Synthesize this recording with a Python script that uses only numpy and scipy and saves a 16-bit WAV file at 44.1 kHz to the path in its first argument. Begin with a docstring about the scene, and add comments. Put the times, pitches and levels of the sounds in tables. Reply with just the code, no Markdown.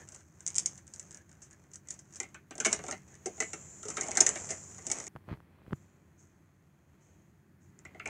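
"""A quiet room, a small mono microphone with a strong treble resonance close to a cloth-covered table.
First hands shuffle small plastic figures: noisy contacts click, skin and cloth rub as shaped noise; then
figures knock on a hollow toy truck, whose shell and body ring in decaying modes. At a cut to a second shot
the camera is nudged (low swings and dry ticks), soft brushes follow and a few last knocks end it. Under
all lies a rumble of filtered noise; a thin sine whines and narrow noise squeaks in the first shot."""
import sys
import numpy as np
from scipy import signal
from scipy.fft import rfft, irfft
from scipy.io import wavfile
from scipy.ndimage import uniform_filter1d

SR = 44100
rng = np.random.default_rng(int(sys.argv[2]) if len(sys.argv) > 2 else 0)


def master_out(mix):
    """Clip the mix to full scale and print it as 16-bit PCM to the path in sys.argv[1]."""
    frames = np.transpose(np.atleast_2d(mix))
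    ceiling = np.clip(frames, -1, 1)
    pcm = np.round(ceiling * 32767).astype(np.int16)
    wavfile.write(sys.argv[1], SR, pcm)


def volts_from_decibels(level):
    """Turn decibel levels (scalar or array-like) into linear amplitude factors."""
    exponent = np.asarray(level, float) / 20
    return 10 ** exponent


N = 356757
CUT_S = 5.082  # the second shot starts here

# Low noise of the house in the room. Each row: frequency in Hz, relative level in dB.
RUMBLE_SPECTRUM = [(18, -55.5), (30, -26), (63, -4), (80, 2.5), (102, -2.5), (113, -5.5), (134, -1),
                   (181, -1), (255, -9), (344, -5), (445, -26.5), (1830, -21.5), (5000, -64), (6500, -79),
                   (11000, -120)]
# Low modes of the room. Each row: frequency in Hz, width in Hz, relative level in dB.
ROOM_MODES = [(94, 14, -1.5), (145, 14, -0.5), (191, 18, -4.5), (406, 8.7, -6.5)]
# Loudness of the rumble. 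Each row: time in seconds, level in dB.
RUMBLE_LEVEL = [(0, -56), (.2, -63.5), (.59, -56.5), (.9, -61), (2.5, -61), (2.75, -53.5), (3.13, -59.5),
                (4.05, -55), (4.89, -55.5), (5.2, -62), (6.3, -61.5), (6.6, -65), (7.44, -62.5),
                (8.09, -57)]
# Dying away of the room. Each row: frequency in Hz, t60 in seconds.
ROOM_DECAY = [(250, .15), (1000, 0.11), (3000, 0.19), (7000, 0.094), (12000, .12)]
# Treble response of the microphone port. Each row: frequency in Hz, relative level in dB.
PORT_RESPONSE = [(300, -52), (3000, -27.5), (4300, -28.5), (5400, -13), (6200, -3), (7000, -4),
                 (7800, -7.5), (9400, -21), (12000, -47.5), (16000, -79)]
# Knocks carried through the camera body. Each row: start in seconds, thud peak in dB, tick level in dB.
CAMERA_NUDGES = [(5.1539, -37, -45), (5.1617, -44, -27), (5.168, -42.5, -40), (5.2812, -39.5, -63.5),
                 (5.2882, -57, -30), (5.2912, -46.5, -41), (5.2987, -38, -45.5), (5.3095, -40, -39),
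                 (5.315, -27, -45), (5.3215, -43, -46.5), (5.328, -29.5, -37), (5.342, -41, -53),
                 (5.3728, -53, -44), (5.4032, -48, -39), (5.5873, -57, -50), (5.6178, -60, -47),
                 (5.6647, -50, -42.5), (5.6797, -38.5, -56), (5.7085, -38, -35.5), (5.7205, -39.5, -50),
                 (5.7253, -29.5, -67.5), (5.7305, -20.5, -20.5)]
# Faint squeaks of plastic under a finger. Each row: start in seconds, length in seconds, level in dB,
# frequency in Hz.
FINGER_SQUEAKS = [(-.03, .08, -58, 1740), (1.098, 0.15, -66.5, 1680), (1.5, 0.058, -68.5, 1700),
                  (1.864, .08, -68, 1950), (3.1, .1, -70, 1770)]
# Short soft brushes, a hand on cloth perhaps. Each row: time of the peak in seconds, hiss peak in dB,
# fade in dB per second.
SOFT_BRUSHES = [(5.75, -71, 68), (6.2, -65.5, 149.5), (7.03, -72, 68), (7.63, -75.5, 100)]
# Rubbing of skin, cloth and plastic, one table per shot. 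Each row: time in seconds, hiss level in dB,
# level of the lower rustle in dB, share of grit from 0 to 1.
RUBBING = [
    [(0, -53.5, -58, .5), (.07, -70, -71.5, 0.7), (.16, -58, -64.5, 0.4), (.25, -71.5, -76.5, 0.8),
     (.4, -71, -74, 0.5), (.6, -51.5, -63.5, .4), (.76, -59, -70, 0.56), (.86, -75, -75, 0.3),
     (.95, -61, -70.5, 0.5), (1.17, -66, -67.5, 0.55), (1.25, -75, -76, .3), (1.5, -72, -71.5, 0.74),
     (1.82, -78.5, -78, .3), (1.95, -64, -66.5, .6), (2.05, -73, -78, 0.5), (2.2, -62.5, -67, .3),
     (2.47, -84, -81, .2), (2.72, -42.5, -48.5, .5), (2.8, -58, -59, 0.44), (2.89, -51, -55.5, 0.4),
     (3.03, -71, -71.5, 0.9), (3.11, -63, -66.5, 0.25), (3.19, -68, -71, 0), (3.43, -52, -63, 0.04),
     (3.55, -59.5, -63, 0.06), (3.85, -57.5, -68, .05), (4.05, -46.5, -49.5, 0.6), (4.13, -53.5, -50, 0.3),
     (4.24, -45, -45.5, 0.24), (4.44, -46.5, -54.5, 0.43), (4.67, -53, -65, 0.25), (4.83, -55, -63, 0.26),
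     (4.98, -44.5, -48.5, .4), (5.06, -49.5, -60, 0.3)],
    [(5.09, -102, -77.5, 0.24), (5.27, -97, -73, 0.45), (5.3, -90, -52, .8), (5.34, -92, -55, 0.7),
     (5.38, -106, -75.5, 0.3), (5.71, -98, -68, 0), (5.75, -85.5, -73.5, 0.18), (6.6, -85, -78, 0.4),
     (7.1, -83, -73.5, .2), (7.55, -91.5, -81.5, 0.22), (7.84, -86, -75.5, 0.18), (7.92, -79, -67.5, 0.3),
     (8.04, -78.5, -72, 0.14), (8.08, -86, -49, 0.4)],
]
# Wandering band of the smooth friction, one table per shot. Each row: time in seconds, centre in Hz,
# strength of the band as a factor.
FRICTION_BAND = [
    [(3.0, 6600, 2), (3.35, 6800, 3), (3.45, 7200, 7), (3.85, 7200, 7), (4.1, 7100, 4), (4.45, 7300, 4),
     (4.8, 6900, 3), (5.05, 6700, 2)],
    [(5.72, 7000, 2), (5.8, 7200, 2), (6.2, 6500, 2), (7.1, 6600, 2), (7.7, 6800, 2)],
]
# Thin shell of the toys. Each row: frequency in Hz, relative level in dB, t60 in seconds.
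SHELL_MODES = [(1173, -3.5, 0.021), (1330, -4, 0.027), (1522, -3.5, 0.02), (1770, -4, 0.02),
               (2050, 0, 0.017), (2214, -5.5, 0.029), (2390, -7.5, 0.027), (2696, -5.5, 0.018),
               (2975, -8, .015), (3420, -11, .012), (3940, -16.5, 0.006), (4260, -15, 0.0071)]
# Hollow body of the toys. Each row: frequency in Hz, relative level in dB, t60 in seconds.
HOLLOW_MODES = [(220.6, -7, 0.051), (278, 2, 0.026), (342, 1, .045), (423.2, 1, 0.032), (560, -13, 0.09),
                (646, -3, .035), (769, -3, 0.041), (886, -6, .03)]
# Part of the toys being struck, by the note it brings out. Each row: from when in seconds, note in Hz.
STRUCK_PARTS = [(0, 1550), (.44, 2350), (.69, 1620), (1.85, 2000), (1.98, 1710), (2.19, 2050), (2.3, 1515),
                (2.63, 2260), (2.7, 1900), (2.77, 1410), (2.9, 2050), (3.0, 1770), (3.24, 2050),
                (3.5, 1370), (4.0, 2050), (4.19, 1610), (4.34, 1850), (4.84, 2010), (7.8, 2050),
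                (7.98, 2300)]
# Figure against figure, light and bright. Each row: start in seconds, click peak in dB,
# chatter t60 in seconds.
FIGURE_TICKS = [(.0795, -46, .009), (.0885, -33, 0.0084), (.1205, -39, 0.05), (.1467, -36.5, 0.014),
                (.1617, -37, 0.0093), (.1905, -50, .009), (.3974, -53, 0.0056), (.406, -34, 0.011),
                (.4652, -16, .0037), (.4767, -17, 0.011), (.482, -20, 0.0048), (.5038, -29, 0.007),
                (.5451, -29, .006), (.5544, -19, 0.0051), (.5599, -17.5, 0.0092), (.5651, -16, .0074),
                (.5826, -10.5, 0.013), (.5939, -16.5, 0.0053), (.598, -26, 0.015), (.6598, -10.5, 0.006),
                (.6625, -16.5, 0.011), (.6956, -49, .006), (.7227, -44, .006), (.7767, -38.5, 0.031),
                (.7851, -43, .0065), (.8687, -46, 0.017), (.8784, -37.5, 0.0084), (.9373, -33, 0.023),
                (.9612, -34, 0.006), (.9962, -26.5, 0.019), (1.0281, -41, 0.0088), (1.0718, -56, .045),
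                (1.1092, -34, 0.0063), (1.1165, -37, 0.0068), (1.1264, -40, .012), (1.1462, -30.5, 0.009),
                (1.1728, -35.5, .0067), (1.293, -49, 0.016), (1.3155, -44, 0.011), (1.3288, -47, 0.0049),
                (1.4187, -43.5, 0.16), (1.5093, -46, .026), (1.5297, -45, 0.023), (1.6393, -54, 0.0076),
                (1.7156, -47.5, 0.017), (1.7344, -40, 0.022), (1.7434, -39, 0.016), (1.7573, -30.5, 0.015),
                (1.8735, -43, .006), (1.8861, -33.5, 0.022), (1.9034, -33, 0.0083), (1.9062, -25.5, 0.015),
                (1.9117, -32, 0.0094), (1.9249, -36, .015), (1.94, -43, 0.031), (1.9914, -39.5, 0.038),
                (2.1248, -48, 0.049), (2.1375, -41, 0.023), (2.1477, -38, 0.0055), (2.1579, -34, 0.021),
                (2.1654, -35, .04), (3.1422, -43, .0055), (3.1533, -42, 0.01), (4.3737, -34, 0.015),
                (5.0783, -32.5, .0078), (7.7902, -41.5, .0073)]
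# Figure against the truck. Each row: start in seconds, click peak in dB, chatter t60 in seconds,
# shell level in dB, hollow peak in dB.
TRUCK_KNOCKS = [(2.2013, -18.5, .018, -33, -40), (2.2307, -35.5, .03, -40.5, -47.5),
                (2.3443, -40.5, .042, -41.5, -54), (2.5085, -37.5, .042, -41.5, -41.5),
                (2.5541, -37, .023, -54.5, -43.5), (2.5806, -29.5, .01, -45, -40),
                (2.6009, -19, .041, -32, -36), (2.6482, -17, .064, -21.5, -42),
                (2.654, -17.5, .018, -27, -39.5), (2.66, -14.5, .027, -24, -24.5),
                (2.6683, -12.5, .0028, -32.5, -52.5), (2.7286, -10.5, .015, -28, -33),
                (2.791, -38, .011, -38.5, -41), (2.8391, -32, .0096, -43, -36),
                (2.8656, -32, .011, -45, -40), (2.8827, -29.5, .031, -36.5, -35.5),
                (2.9112, -22.5, .012, -34, -41), (2.9243, -29, .018, -33.5, -36),
                (3.2583, -26.5, .057, -40, -30), (3.3786, -43, .014, -54, -45),
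                (3.4028, -17, .028, -24.5, -32.5), (3.4188, -33, .011, -45, -34.5),
                (3.4227, -26, .007, -30.5, -58), (3.4344, -30, .01, -54, -61),
                (3.5326, -28.5, .04, -34.5, -38.5), (3.8299, -32.5, .033, -43, -47),
                (3.853, -33, .058, -47, -38), (3.8834, -27.5, .044, -45.5, -39),
                (3.902, -25.5, .035, -39, -63), (3.9691, -23.5, .029, -29, -42),
                (3.9793, -37, .0095, -30, -32.5), (4.0105, -18, .024, -35, -37.5),
                (4.033, -30, .036, -38.5, -39.5), (4.0641, -36, .039, -51.5, -53),
                (4.0848, -25, .009, -44, -31.5), (4.1099, -27, .017, -42.5, -46),
                (4.1155, -19, .013, -39.5, -43.5), (4.1529, -26, .019, -40.5, -44.5),
                (4.1597, -25, .0086, -37.5, -41.5), (4.1717, -10, .032, -22.5, -27),
                (4.2053, -5.5, .035, -31.5, -26), (4.209, -9, .031, -29.5, -38),
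                (4.2646, -9.5, .034, -22, -33.5), (4.2909, -12, .014, -36, -37.5),
                (4.357, -27, .022, -33.5, -36.5), (4.4903, -32.5, .25, -39.5, -46),
                (4.505, -23, .05, -39.5, -35), (4.7817, -37.5, .04, -49.5, -50),
                (4.8666, -23, .028, -46, -41), (4.9005, -24, .021, -37.5, -37),
                (4.9152, -13.5, .034, -36, -42.5), (5.0005, -30.5, .03, -41.5, -43.5),
                (5.0679, -26, .0082, -46, -46), (7.851, -47, .028, -39.5, -50),
                (7.9472, -62, .041, -46.5, -45), (7.9972, -48, .015, -33, -50),
                (8.0574, -37.5, .032, -28, -39.5), (8.0759, -28.5, .004, -51.5, -54)]

WHINE_HZ, WHINE_DB = 1550, -85.5
SQUEAK_WIDTH_HZ = 36
BRUSH_RISE_S = 0.029
SCRAPE_DB = -6  # level of the shell's rustle against the hollow body's rustle
TICK_SHELL_DB, TICK_HOLLOW_DB = -58, -65.5  # ring of a tick of -35 dB
TICK_RING_SLOPE = 0.36  # dB of ring per dB of click
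# stray small ticks, over the gritty share of the hiss
FIDGET_DB, FIDGET_SPREAD_DB, FIDGET_T60_S = 19.5, 3.5, 0.0081
# lift of the favoured note; in the second shot the truck's side faces the microphone
FAVOUR_FIRST_DB, FAVOUR_SECOND_DB = 8, 15


def evened(x):
    """Scales to rms 1."""
    return x / np.sqrt(np.mean(x ** 2) + 1e-20)


def peaked(x):
    """Scales each row to peak 1."""
    return x / abs(x).max(-1, keepdims=True)


def read(points, hz):
    """Reads a spectrum on a log-frequency axis."""
    f, value = np.transpose(points)
    return np.interp(np.log(hz + 1), np.log(f + 1), value)


def curve(tables, column):
    """One column of time tables at every sample; a second table takes over at the cut."""
    t = np.arange(N) / SR
    first, second = (np.interp(t, *np.transpose(rows)[[0, column]]) for rows in (tables[0], tables[-1]))
    return np.where(t < CUT_S, first, second)


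def causal(points, size=2048):
    """Minimum-phase response of a spectrum."""
    log_gain = np.log(volts_from_decibels(read(points, abs(np.fft.fftfreq(2 * size, 1 / SR)))))
    return np.fft.ifft(np.exp(np.conj(signal.hilbert(log_gain)))).real[:size]


def resonate(x, hz, width_hz):
    """A moving resonance: shifts the curve hz down to zero, smooths, and shifts back."""
    turn = np.exp(2j * np.pi * np.cumsum(hz) / SR)
    r = np.exp(-np.pi * width_hz / SR)
    return 2 * (turn * signal.lfilter([1 - r], [1, -r], x / turn)).real


def placed(seconds, sounds):
    """Mixes rows of sound at their times."""
    mix = np.zeros(N + sounds.shape[1])
    for s, sound in zip(seconds, sounds):
        mix[round(s * SR):][:len(sound)] += sound
    return mix[:N]


def rumble():
    """Distant house noise, gathered in the low modes of the room."""
    hz = np.fft.rfftfreq(N, 1 / SR)
    shape = volts_from_decibels(read(RUMBLE_SPECTRUM, hz))
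    for mode_hz, width, db in ROOM_MODES:
        shape = shape + volts_from_decibels(db) / (1 + (2 * (hz - mode_hz) / width) ** 2)
    noise = irfft(rfft(rng.standard_normal(N)) * shape, N)
    return volts_from_decibels(curve([RUMBLE_LEVEL], 1)) * evened(noise)


def whine():
    """A faint thin tone in the first shot that wavers in strength."""
    t = np.arange(N) / SR
    waver = 1 + 0.48 * evened(uniform_filter1d(rng.standard_normal(N), 4000))
    return volts_from_decibels(WHINE_DB) * waver * np.sin(2 * np.pi * WHINE_HZ * t) * (t < CUT_S)


def room(x, count=4):
    """Sparse random taps, each band dying at its own speed, in echo patterns that crossfade in turn."""
    taps = np.zeros((count, SR // 2))
    at = np.arange(60, SR // 2 - 20, 20)
    at = at + rng.integers(0, 20, (count, len(at)))
    np.put_along_axis(taps, at, rng.choice([-1., 1.], at.shape), 1)
    hz, t, z = signal.stft(taps, SR, nperseg=256)
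    t60 = np.maximum(read(ROOM_DECAY, hz), .02)[:, None]
    tails = signal.istft(z * volts_from_decibels(-60 * t / t60), SR, nperseg=256)[1]
    # 11 changes a second, so that no single echo colour stands out
    turn = (np.arange(N) * 11 / SR - np.arange(count)[:, None]) % count
    windows = np.sin(np.pi * np.minimum(turn, 2) / 2)  # squares sum to 1
    return signal.oaconvolve(x * windows, tails / np.linalg.norm(tails[0]), axes=1).sum(0)[:N]


def nudges():
    """A low swing of the camera body that soon dies away, with a dry tick at its start."""
    s, thud_db, tick_db = np.transpose(CAMERA_NUDGES)[:, :, None]
    t = np.arange(2048) / SR
    hz = 125 * (1 + 0.14 * rng.standard_normal((len(s), 1)))
    thud = -np.sin(2 * np.pi * hz * t * (1 + 2.2 * np.exp(-t / 0.0027))) * np.exp(-170 * t)
    tick = np.exp(-abs(t - .0006) / .00025) * np.cos(2 * np.pi * 800 * (t - .0006))
    tick = uniform_filter1d(tick, size=7)
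    return placed(s[:, 0], volts_from_decibels(thud_db) * peaked(thud) + volts_from_decibels(tick_db) * tick)


def squeaks():
    """Noise in a narrow resonance that swells and dies."""
    t, out = np.arange(N) / SR, np.zeros(N)
    noise = rng.standard_normal(N)
    for s, length, db, hz in FINGER_SQUEAKS:
        part = slice(max(round(s * SR), 0), round((s + length) * SR))
        tone = resonate(noise[part], np.full(len(t[part]), hz), SQUEAK_WIDTH_HZ)
        swell = np.sin(np.pi * np.clip((t[part] - s) / length, 0, 1))
        out[part] += volts_from_decibels(db) * evened(tone) * swell
    return out


def brushes():
    """Gain of the brushing hiss: a quick rise, then a steady fade."""
    s, peak_db, fade = np.transpose(SOFT_BRUSHES)[:, :, None]
    t = np.arange(N) / SR - s
    rise = np.clip(1 + t / BRUSH_RISE_S, 0, 1)
    return (volts_from_decibels(peak_db - fade * np.maximum(t, 0)) * rise).sum(0)


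def ringing(modes, note_hz=np.ones((1, 1)), spread=0.01523, favour_db=np.zeros((1, 1))):
    """Rows of decaying modes; each blow lands elsewhere and favours the modes near its note."""
    t = np.arange(4096) / SR
    chance = rng.standard_normal((len(note_hz), len(modes), 2))
    hz, db, t60 = np.transpose(modes)[:, None, :, None]
    near = np.log(hz / note_hz[:, None])
    # a high note on the shell comes with one of the hollow
    below = np.exp(-((near + np.log(2.8)) / .15) ** 2)
    db = db + favour_db[:, None] * np.exp(-(near / .14) ** 2) + 5 * below + 2.5 * chance[..., 1:]
    hz = hz * (1 + spread * chance[..., :1])
    sign = (-1.) ** np.arange(len(modes))[:, None]  # neighbouring modes swing against each other
    ring = (sign * volts_from_decibels(db - 60 * t / t60) * np.sin(2 * np.pi * hz * t)).sum(1)
    # small bodies send out no bass
    no_bass = signal.butter(3, 0.84 * modes[0][0], "high", fs=SR, output="sos")
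    return signal.sosfilt(no_bass, ring)


def rubbing():
    """Smooth friction plus grit of tiny slips drives the microphone port, the shell and the hollow body."""
    slip_size = volts_from_decibels(3.5 * np.minimum(rng.exponential(1, N), 4))
    slip_now = rng.random(N) < 700 / SR  # about 700 slips a second
    grit = slip_size * slip_now * rng.choice([-1., 1.], N)
    share = np.clip(curve(RUBBING, 3), 0, 1)
    smooth = rng.standard_normal((3, N))
    smooth[0] += curve(FRICTION_BAND, 2) * resonate(smooth[0], curve(FRICTION_BAND, 1), 500)
    damped = volts_from_decibels(-60 * np.arange(4096) / SR / 0.0045)  # fingers damp the toys
    shell = ringing(SHELL_MODES, spread=0)[0] * damped
    hollow = ringing(HOLLOW_MODES, spread=0)[0] * damped
    lower = volts_from_decibels(curve(RUBBING, 2))
    gains = [volts_from_decibels(curve(RUBBING, 1)) + brushes(), volts_from_decibels(SCRAPE_DB) * lower, lower]
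    out = np.zeros(N)
    for k, body in enumerate([causal(PORT_RESPONSE), shell, hollow]):
        slide, slips = (evened(signal.oaconvolve(x, body)[:N]) for x in (smooth[k], grit))
        out += gains[k] * (np.sqrt(1 - share) * slide + np.sqrt(share) * slips)
    return out


def blows():
    """All blows as rows of TRUCK_KNOCKS: knocks, ticks and the stray ticks of fidgeting fingers."""
    when, size = rng.random((70, 2)).T
    at = (when * CUT_S * SR).astype(int)
    gritty_db = curve(RUBBING, 1)[at] + 10 * np.log10(np.clip(curve(RUBBING, 3)[at], .01, 1))
    click_db = gritty_db + FIDGET_DB + FIDGET_SPREAD_DB * (2 * size - 1)
    strays = np.transpose([at / SR, click_db, np.full(len(at), FIDGET_T60_S)])
    ticks = np.vstack([FIGURE_TICKS, strays])
    ring_db = TICK_RING_SLOPE * (ticks[:, 1:2] + 35)
    ticks = np.hstack([ticks, ring_db + TICK_SHELL_DB, ring_db + TICK_HOLLOW_DB])
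    return np.vstack([TRUCK_KNOCKS, ticks])


def clicks():
    """A hard contact chatters briefly, excites the port resonance and rings shell and hollow body."""
    s, click_db, t60, shell_db, hollow_db = blows().T[:, :, None]
    since, notes = np.transpose(STRUCK_PARTS)
    note_hz = notes[np.maximum(np.searchsorted(since, s) - 1, 0)]
    t, t60 = np.arange(4096) / SR, np.maximum(t60, .002)
    noise = rng.standard_normal((len(s), 4096, 2))
    chatter = noise[..., 0] * volts_from_decibels(-60 * t / t60)
    chatter[:, 0] += 0.059 / t60[:, 0]  # in a clean click the first touch stands alone
    click = signal.fftconvolve(chatter, causal(PORT_RESPONSE)[None], axes=1)[:, :4096]
    # a jolt, then longer shaking
    push = noise[..., 1] * (volts_from_decibels(-60 * t / (1.3 * t60 + 0.053)) + 0.83 * np.exp(-t / 0.00087))
    push[:, 0] += 6.0
    favour_db = np.where(s < CUT_S, FAVOUR_FIRST_DB, FAVOUR_SECOND_DB)
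    shell, hollow = (signal.fftconvolve(push, ringing(modes, note_hz, favour_db=favour_db), axes=1)[:, :4096]
                     for modes in (SHELL_MODES, HOLLOW_MODES))
    # the shell cracks broadly before it rings
    crack_band = signal.butter(2, [2000, 5000], "band", fs=SR, output="sos")
    crack = signal.sosfilt(crack_band, push * np.exp(-t / .006))
    shell = peaked(shell) + np.where(s < CUT_S, 0.6, 0.2) * peaked(crack)
    sounds = volts_from_decibels(click_db) * peaked(click) + volts_from_decibels(shell_db) * shell + volts_from_decibels(hollow_db) * peaked(hollow)
    return placed(s[:, 0], sounds)


def scene():
    """Toys, their echoes and the background on two equal channels; the cut chops the toys and echoes."""
    first = np.arange(N) < CUT_S * SR
    toys = clicks() * (first | (np.arange(N) > (CUT_S + .1) * SR))  # no toy clicks for 0.1 s after the cut
    echoes = np.where(first, room(toys * first), room(toys * ~first))
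    heard = toys + volts_from_decibels(-7) * echoes + rubbing() + nudges() + rumble() + whine() + squeaks()
    return np.array([heard, heard])


def band_limit(x):
    """A steep low-pass at the top of the band."""
    return signal.sosfilt(signal.butter(12, 16950, fs=SR, output="sos"), x)


def record(dry):
    """The microphone loses the deepest bass; broad recorder hiss rises with the level, up to a ceiling."""
    heard = signal.sosfilt(signal.butter(2, 38, "high", fs=SR, output="sos"), dry)
    power = abs(uniform_filter1d(heard[0] ** 2, 2000))
    level_db = uniform_filter1d(10 * np.log10(power + 1e-12), 3000)
    hiss_db = -77.5 + .5 * (np.minimum(level_db, -50) + 53)
    hiss = volts_from_decibels(hiss_db) * rng.standard_normal(N)
    edge = signal.firwin(255, 15800, fs=SR)  # the treble ends near 15.8 kHz
    mix = signal.oaconvolve(heard + hiss, edge[None], "same")
    return band_limit(mix)


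dry = scene()
out = record(dry)
master_out(out)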